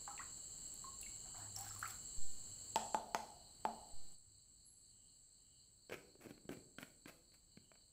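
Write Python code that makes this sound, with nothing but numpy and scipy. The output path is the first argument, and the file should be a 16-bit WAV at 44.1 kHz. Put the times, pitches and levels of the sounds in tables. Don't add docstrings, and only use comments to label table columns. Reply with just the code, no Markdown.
import sys
import numpy as np
from scipy import signal
from scipy.fft import rfft, irfft, next_fast_len
from scipy.io import wavfile
from scipy.ndimage import map_coordinates

SR = 44100
rng = np.random.default_rng(int(sys.argv[2]) if len(sys.argv) > 2 else 0)


def master(y):
    cut = np.clip(np.atleast_2d(y).T, -1, 1)
    pcm = np.round(cut * 32767)
    wavfile.write(sys.argv[1], SR, pcm.astype(np.int16))


N = 349272


def amp(db):
    return 10 ** (np.asarray(db) / 20)


def unit(x):
    return x / np.sqrt(np.mean(x ** 2) + 1e-20)


def clock(size):
    return np.arange(size) / SR


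def along(points, hz):
    freqs, values = np.transpose(points)
    return np.interp(np.log(hz + 1), np.log(freqs + 1), values)


def wobble(rate):
    knots = rng.standard_normal(int(N * rate / SR) + 4)
    coarse = clock(N)[::8]
    return np.interp(clock(N), coarse, map_coordinates(knots, [coarse * rate]))


def gate(start, length, attack, release):
    t = clock(N)
    return np.clip(np.minimum(1 + (t - start) / attack, 1 - (t - start - length) / release), 0, 1)


def step(s, length=0.039):
    return np.clip((clock(N) - s) / length + .5, 0, 1)


def colour(x, spectrum):
    size = next_fast_len(len(x) + 2048)
    gain = amp(along(spectrum, np.fft.rfftfreq(size, 1 / SR)))
    return unit(irfft(rfft(x, size) * gain, size)[:len(x)])


def noise(spectrum, size=N):
    return colour(rng.standard_normal(size), spectrum)


def grit(size, rate, spread_db):
    impulses = (rng.random(size) < rate / SR) * rng.standard_normal(size)
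    return unit(impulses * amp(spread_db * rng.standard_normal(size)))


def add(track, s, sound):
    start = max(0, round(s * SR))
    part = track[start:start + len(sound)]
    part += sound[:len(part)]


def ring(modes, t, detune):
    chance = rng.normal(0, [1.5, detune], (len(modes), 2))
    return sum(amp(db + extra_db - 60 * t / t60) * np.sin(2 * np.pi * hz * (1 + shift) * t)
               for (hz, db, t60), (extra_db, shift) in zip(modes, chance))


def radiated(x, corner_hz):
    return signal.sosfilt(signal.butter(3, corner_hz, "highpass", fs=SR, output="sos"), x)


# frequency in Hz, seconds for the echo to fall 60 dB.
TREE_DECAY = [(150, 0.69), (500, 0.71), (900, 0.44), (2000, 0.34), (6000, 0.53), (14000, 0.52)]
def echoed(x, wet_db):
    hz, t, bands = signal.stft(rng.standard_normal(SR * 3 // 4), SR, nperseg=256)
    decay = amp(-60 * t / along(TREE_DECAY, hz)[:, None])
    onset = 1 - np.exp(-t / 0.0012)
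    tail = signal.istft(bands * decay * onset, SR, nperseg=256)[1]
    response = amp(wet_db) * tail / np.linalg.norm(tail)
    response[0] = 1
    return signal.fftconvolve(x, response)


# time in seconds, change in dB.
BACKGROUND_DROPS = [(3.02, -3.5), (4.15, -8)]
def background_db():
    return sum(db * step(s) for s, db in BACKGROUND_DROPS)


# frequency in Hz, relative level in dB.
RUMBLE_SPECTRUM = [(12, -22), (20, 4.5), (60, 0), (110, -2), (220, -9.5), (400, -16.5), (1000, -25.5),
                   (2500, -36.5), (5000, -69)]
def open_air():
    rumble = amp(-66 + 0.84 * background_db() + 0.33 * wobble(3.6)) * noise(RUMBLE_SPECTRUM)
    hiss = amp(-83) * noise([(500, -17.5), (1500, -1.5), (5500, -1), (12000, -3), (15500, 3.5)])
    return rumble + hiss


# start and length in seconds,
# relative level in dB.
HUM_SWELLS = [(1.385, 0.51, -59.5), (2.448, 0.53, -68.5), (4.278, 0.094, -70)]
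def hum():
    bed = amp(-77 + background_db())
    swells = sum(amp(db) * gate(s, length, attack=0.034, release=0.034) for s, length, db in HUM_SWELLS)
    waver = amp(wobble(6.7) - 2)
    hz = 103 + 2 * wobble(9.6)
    return (bed + swells) * waver * np.sin(2 * np.pi * np.cumsum(hz) / SR)


# start in seconds, peak in dB, rise in seconds.
AIR_PUSHES = [(2.18, -30.5, 0.045), (3.933, -39.5, 0.046)]
def air_pushes():
    out = np.zeros(N)
    for s, db, rise in AIR_PUSHES:
        age = np.maximum(clock(N) - s, 0) / rise
        out += amp(db) * age * np.exp(1 - age)
    return out


# time in seconds, relative level in dB.
CHORUS_LEVELS = [(3.3, -68.5), (4.14, -66), (4.18, -71.5), (5.22, -71), (6.36, -76.5), (6.55, -71),
                 (7.09, -74), (7.12, -76.5), (7.9, -74.5)]
# frequency in Hz, relative level in dB.
CHORUS_SPECTRUM = [(5400, -50.5), (6100, -28.5), (6400, -13), (6700, -26), (7150, -10.5), (7500, -5),
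                   (7680, 2.5), (7850, -2.5), (8180, -0.5), (8550, -25.5), (9250, -21), (10000, -24.5),
                   (10800, -51)]
CICADA_SPECTRUM = [(5600, -48), (6100, -29.5), (6500, -16), (6750, -21.5), (7150, -10), (7550, -1),
                   (7650, -6.5), (7695, 6.5), (7780, -12), (8200, -10.5), (8800, -34.5), (9450, -19.5),
                   (10100, -34), (11500, -48)]
def cicadas():
    t = clock(N)
    buzz = 1 + 0.058 * np.sin(2 * np.pi * 50 * t + wobble(9))
    near = amp(-54 + 0.47 * wobble(4.7)) * (1 - step(2.99)) * noise(CICADA_SPECTRUM)
    far_db = np.interp(t, *np.transpose(CHORUS_LEVELS)) + 3.36
    return buzz * (near + amp(far_db) * noise(CHORUS_SPECTRUM))


# frequency in Hz, relative level in dB.
CRICKET_SPECTRUM = [(3200, -49.5), (3650, -20.5), (4000, -1), (4300, 3), (4620, 2), (4950, -17),
                    (5400, -51.5)]
def crickets():
    t, drop_db = clock(N), background_db()
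    quicken_s, early_period_s, late_period_s = 4.1415, .262, .245
    cycles = np.where(t < quicken_s, (t - 3.99) / early_period_s, (t - quicken_s) / late_period_s)
    chirp = np.cos(2 * np.pi * cycles)
    stroke = (27 * t + 0.22 * wobble(4)) % 1
    hz = 4400 - 850 * (stroke - .5) + 90 * wobble(900)
    near = unit(np.sin(np.pi * stroke) ** 2 * np.sin(2 * np.pi * np.cumsum(hz) / SR))
    depth_db = 0.5 - 0.1858 * drop_db
    near_share = .16 * depth_db * (1 + .6 * chirp)
    far = 0.92 * noise(CRICKET_SPECTRUM)
    return amp(-64.5 + drop_db + depth_db * chirp) * (far + near_share * near)


# time of the crest in seconds, level in dB.
LOW_CALLS = [(.6, -77), (1.3, -75), (2.1, -79), (2.55, -78), (3.25, -81), (3.75, -78.5), (4.48, -94),
             (5.03, -83), (5.55, -82.5), (7.67, -83)]
# frequency in Hz, relative level in dB.
LOW_CALL_SPECTRUM = [(2550, -52.5), (2800, -13.5), (2930, 0), (3060, -5.5), (3250, -13), (3450, -29),
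                     (3700, -44.5)]
def low_insect():
    t, width_s = clock(N), .11
    level = amp(-78.5 + 1.6 * background_db())
    for s, db in LOW_CALLS:
        swell = amp(db) * np.exp(-((t - s) / width_s) ** 2 / 2)
        level = np.hypot(level, swell)
    return level * noise(LOW_CALL_SPECTRUM)


# frequency in Hz, relative level in dB.
ZIP_SPECTRUM = [(9300, -46), (10250, -7), (10500, -4), (11150, 5.5), (11350, -24), (11800, -48.5)]
def insect_zip():
    out, age = np.zeros(N), clock(SR)
    envelope = amp(-65 - 60 * age / 0.62) * (1 - np.exp(-age / 0.0073))
    add(out, 4.65, envelope * noise(ZIP_SPECTRUM, size=SR))
    return out


# frequency in Hz, relative level in dB, seconds to fall 60 dB.
CAP_MODES = [(1110, -10, 0.012), (1520, -4, 0.028), (1587, -8, 0.034), (2070, -14, 0.012),
             (2170, -4.5, 0.022), (2700, -24, 0.0099), (3160, -3, 0.016), (3700, -14, 0.0072)]
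# multiple of the thud pitch, relative level in dB, seconds to fall 60 dB.
GRIP_MODES = [(.68, -17.5, 0.021), (1, 0.5, 0.031), (1.4, -6.5, .012)]
# frequency in Hz, relative level in dB.
SCRAPE_SPECTRUM = [(200, -16), (500, 8), (900, -2.5), (1500, 4.5), (1900, 0.5), (2400, 6), (3500, -12),
                   (6000, -12.5), (11000, -18), (15500, -18.5)]
def contact(click_db, thud_db, thud_hz):
    t = clock(SR // 10)
    click = amp(-11.5) * ring(CAP_MODES, t, detune=0.034)
    click += amp(-8 - 60 * t / 0.023) * noise(SCRAPE_SPECTRUM, size=len(t))
    modes = [(thud_hz * ratio, db, t60) for ratio, db, t60 in GRIP_MODES]
    thud = amp(-3.5) * radiated(ring(modes, t, detune=0.056), corner_hz=87.5)
    return echoed(amp(click_db) * click + amp(thud_db) * thud, wet_db=-9.5)


# frequency in Hz, relative level in dB.
SIZZLE_SPECTRUM = [(2500, -9), (5000, -9), (8000, -3.5), (12000, -3.5), (15500, -3)]
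RUB_SPECTRUM = [(50, -41), (130, 1), (280, 10), (450, 5), (800, -2), (2000, -24)]
# start and length in seconds, relative levels in
# dB of the first click, first thud, last click and last thud, thud pitch in Hz, scrape and sizzle in dB.
CAP_TWISTS = [(5.897, .045, -43, -44.5, -38, -37.5, 467, -51.5, -91),
              (6.19, .069, -74, -59, -59, -41, 330, -66.5, -71.5),
              (6.268, .04, -56, -42, -50, -41.5, 315, -69, -76),
              (6.4921, .0384, -39, -35.5, -48, -48, 399, -61.5, -68),
              (6.785, .044, -37, -41, -39.5, -45, 265, -66, -64),
              (7.058, .037, -44, -43, -48.5, -57, 269, -60.5, -66.5),
              (7.32, 0.028, -65, -65, -72, -70, 245.4, -75, -75),
              (7.717, .038, -54, -56, -59.5, -60.5, 690, -90, -90)]
def cap_twists():
    out, slip_lag_s = np.zeros(N), .012
    for (s, length, first_click_db, first_thud_db, last_click_db, last_thud_db,
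         thud_hz, scrape_db, sizzle_db) in CAP_TWISTS:
        add(out, s, contact(first_click_db, first_thud_db, thud_hz))
        add(out, s + length, contact(last_click_db, last_thud_db, 0.89 * thud_hz))
        size = int(length * SR)
        stroke = np.sqrt(np.abs(np.sin(np.linspace(0, np.pi, size))))
        slips = grit(size, rate=3000, spread_db=1.9)
        scrape = amp(scrape_db) * colour(slips, SCRAPE_SPECTRUM)
        sizzle = amp(sizzle_db) * colour(slips, SIZZLE_SPECTRUM)
        rub = amp(max(first_thud_db, last_thud_db) - 21.5) * noise(RUB_SPECTRUM, size)
        add(out, s + slip_lag_s, echoed(stroke * (scrape + sizzle + rub), wet_db=-4.5))
    return out


# start in seconds, relative click and thud levels in dB, thud pitch in Hz.
GRIP_KNOCKS = [(5.911, -52, -42, 490), (5.922, -43, -35.5, 455), (6.154, -68, -50, 420),
               (6.378, -58, -48.5, 300), (6.453, -75, -45.5, 200), (6.506, -69, -37, 285),
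               (6.524, -54, -44, 270), (6.571, -53.5, -42.5, 188), (7.573, -54, -46, 218)]
def grip_knocks():
    out = np.zeros(N)
    for s, click_db, thud_db, thud_hz in GRIP_KNOCKS:
        add(out, s, contact(click_db, thud_db, thud_hz))
    return out


# frequency in Hz, relative level in dB, seconds to fall 60 dB.
BOTTLE_MODES = [(224.8, -22.5, 0.47), (440, -20, 0.054), (536, -27.5, 0.062), (706, -11.5, 0.2),
                (765, -22, 0.091), (829, -11, .11), (871.5, 4, 0.064), (1008, -10.5, 0.034),
                (1210, -13, .04), (1380, -19, 0.023), (1477, -22.5, 0.0251), (2326, -28.5, 0.018)]
# frequency in Hz, relative level in dB.
CRACK_SPECTRUM = [(170, -20.5), (300, -5.5), (550, -4), (900, 1), (1400, 1), (3500, -3.5), (6000, -6.5),
                  (11000, -13.5), (15500, -20)]
# start in seconds, relative level in dB, crack offset in dB.
WALL_POPS = [(2.759, -26, -3.5), (2.9459, -27.5, -10.5), (3.1473, -27.5, -2.5), (3.6519, -28, -13.5)]
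def wall_pops():
    out, t = np.zeros(N), clock(SR // 2)
    hollow_band = [(450, -25), (620, -9.5), (690, 0.5), (750, -4), (830, 0.5), (920, -9.5),
                   (1050, -23.5), (1300, -25), (2000, -45.5)]
    for s, db, crack_db in WALL_POPS:
        body = amp(-4.5) * radiated(ring(BOTTLE_MODES, t, detune=0.014), corner_hz=205)
        hollow = amp(-22.5 - 60 * t / 0.77) * noise(hollow_band, size=len(t))
        crack = amp(crack_db - 60 * t / 0.0072) * noise(CRACK_SPECTRUM, size=len(t))
        add(out, s, amp(db) * echoed(body, wet_db=-7))
        add(out, s, amp(db) * hollow)
        add(out, s, amp(db) * echoed(radiated(crack, corner_hz=220), wet_db=-5.5))
    return out


# start in seconds, relative level in dB.
DROPLETS = [(.741, -43.5), (1.014, -36.5), (1.563, -39), (1.588, -33), (1.61, -37.5), (1.69, -51.5),
            (1.794, -36.5), (1.877, -39), (1.886, -43)]
def droplets():
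    out, t = np.zeros(N), clock(1300)
    tick_band = [(5000, -21), (7500, -2), (10000, -3), (15000, -8.5)]
    for s, db in DROPLETS:
        tick = amp(db - 5.5 - 60 * t / 0.011) * noise(tick_band, size=len(t))
        add(out, s, echoed(tick, wet_db=-2.5))
    return out


def bubble(first_hz, last_hz, life):
    age = clock(int(2 * life * SR) + 2) / life
    hz = first_hz * (last_hz / first_hz) ** np.minimum(age, 1.15)
    swell = 1 - np.exp(-(age * life * first_hz) ** 2 / 2)
    return swell * np.exp(-2 * age ** 2) * np.sin(2 * np.pi * np.cumsum(hz) / SR)


# multiple of the bubble's pitch, relative level in dB.
SPLASH_SHAPE = [(.5, -35), (.8, -1.5), (1.2, 2), (1.8, -12), (3, -26.5), (5, -46)]
# start in seconds, level in dB, pitch in Hz at birth
# and after one life, life in seconds.
LOUD_BUBBLES = [(.077, -33, 980, 1000, 0.0034), (.079, -51, 794, 860, 0.041),
                (.105, -51.5, 1330, 1280, .024), (.178, -44.5, 2360, 2690, 0.0029),
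                (.191, -45.5, 1980, 1890, 0.0093), (.194, -47.5, 936, 2200, 0.037),
                (0.841, -49, 1053, 1100, 0.056), (1.029, -50.5, 2810, 2600, 0.0096),
                (1.064, -52, 2220, 2230, 0.015), (1.563, -36, 5570, 5460, .004),
                (1.602, -53, 773, 824, 0.043), (1.663, -54, 1490, 1700, 0.013),
                (1.696, -50, 5200, 5500, 0.0089), (1.707, -52, 1340, 1260, 0.018),
                (1.761, -51.5, 1160, 1060, .0096), (1.827, -32, 1130, 1890, 0.0075),
                (1.842, -43.5, 1246, 1530, 0.021), (1.853, -49, 1890, 3000, .018)]
def loud_bubbles():
    out, t = np.zeros(N), clock(1300)
    fine_hz = 3300
    for s, db, first_hz, last_hz, life in LOUD_BUBBLES:
        band = [(first_hz * ratio, level) for ratio, level in SPLASH_SHAPE]
        fine_db = 20 * np.log10(min(1, fine_hz / first_hz))
        splash = amp(db - 10.5 + 2 * fine_db - 60 * t / 0.026) * noise(band, size=len(t))
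        add(out, s, echoed(amp(db) * bubble(first_hz, last_hz, life), wet_db=-3.5 + fine_db))
        add(out, s, echoed(splash, wet_db=-1))
    return out


# frequency in Hz, relative gain in dB.
NECK_RESPONSE = [(400, -32), (620, -10), (760, 5.5), (850, -2.5), (1050, -5.5), (1400, -4.5), (2500, -5),
                 (4000, -23)]
def froth(centre_hz, spread, cycles, count):
    swarm = np.zeros(2 * SR)
    for s, pitch, strength in zip(2 * rng.random(count), *rng.standard_normal((2, count))):
        hz = centre_hz * np.exp(spread * pitch)
        add(swarm, s, amp(2 * strength) * bubble(hz, 1.21 * hz, life=cycles / hz))
    return np.pad(colour(swarm, NECK_RESPONSE), (0, N - len(swarm)))


# frequency in Hz, relative level in dB.
TRICKLE_SPECTRUM = [(100, -12.5), (250, 6), (500, 1), (1000, -3), (2300, -9.5), (5500, -9), (10000, -14),
                    (15000, -6)]
SPRAY_SPECTRUM = [(400, -36), (1500, -1.5), (3500, 1.5), (6000, 2.5), (10000, -7), (15500, 5)]
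# start and length in seconds, spray level in dB,
# gurgle level in dB.
SURGES = [(1.26, 0.014, -79.5, -68.5), (1.345, 0.095, -70, -62.5), (1.565, 0.11, -60.5, -64),
          (1.69, .08, -65.5, -78), (1.818, 0.091, -60, -68.5)]
def stream():
    dribble_db = -6.5 * step(2.925, length=.45)
    flow = amp(-68.5 + dribble_db) * (1 - step(4.15))
    flutter = amp(0.774 * wobble(9.2))
    patter = rng.standard_normal(N) + .5 * grit(N, rate=920, spread_db=6.7)
    trickle = flow * flutter * colour(patter, TRICKLE_SPECTRUM)
    spraying, gurgling = np.zeros((2, N))
    for s, length, spray_db, gurgle_db in SURGES:
        surge = gate(s, length, attack=.012, release=0.075)
        spraying = np.maximum(spraying, amp(spray_db) * surge)
        gurgling = np.maximum(gurgling, amp(gurgle_db) * surge)
    sputter = amp(2.6 * wobble(59.13))
    spatter = rng.standard_normal(N) + 1.7 * grit(N, rate=500, spread_db=2.6)
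    spray = spraying * sputter * colour(spatter, SPRAY_SPECTRUM)
    gurgle = (gurgling + amp(-16.5) * flow) * froth(centre_hz=1097, spread=0.419, cycles=19, count=2200)
    return trickle + spray + gurgle


def scene():
    pour = stream() + loud_bubbles() + droplets()
    bottle = wall_pops() + cap_twists() + grip_knocks()
    insects = cicadas() + crickets() + low_insect() + insect_zip()
    return (pour + bottle + insects + open_air() + hum() + air_pushes())[None]


def record(dry):
    size, top_hz = next_fast_len(N + SR // 2), 15600
    passband = np.fft.rfftfreq(size, 1 / SR) < top_hz
    return irfft(rfft(dry, size) * passband, size)[..., :N]


dry = scene()
out = record(dry)
master(out)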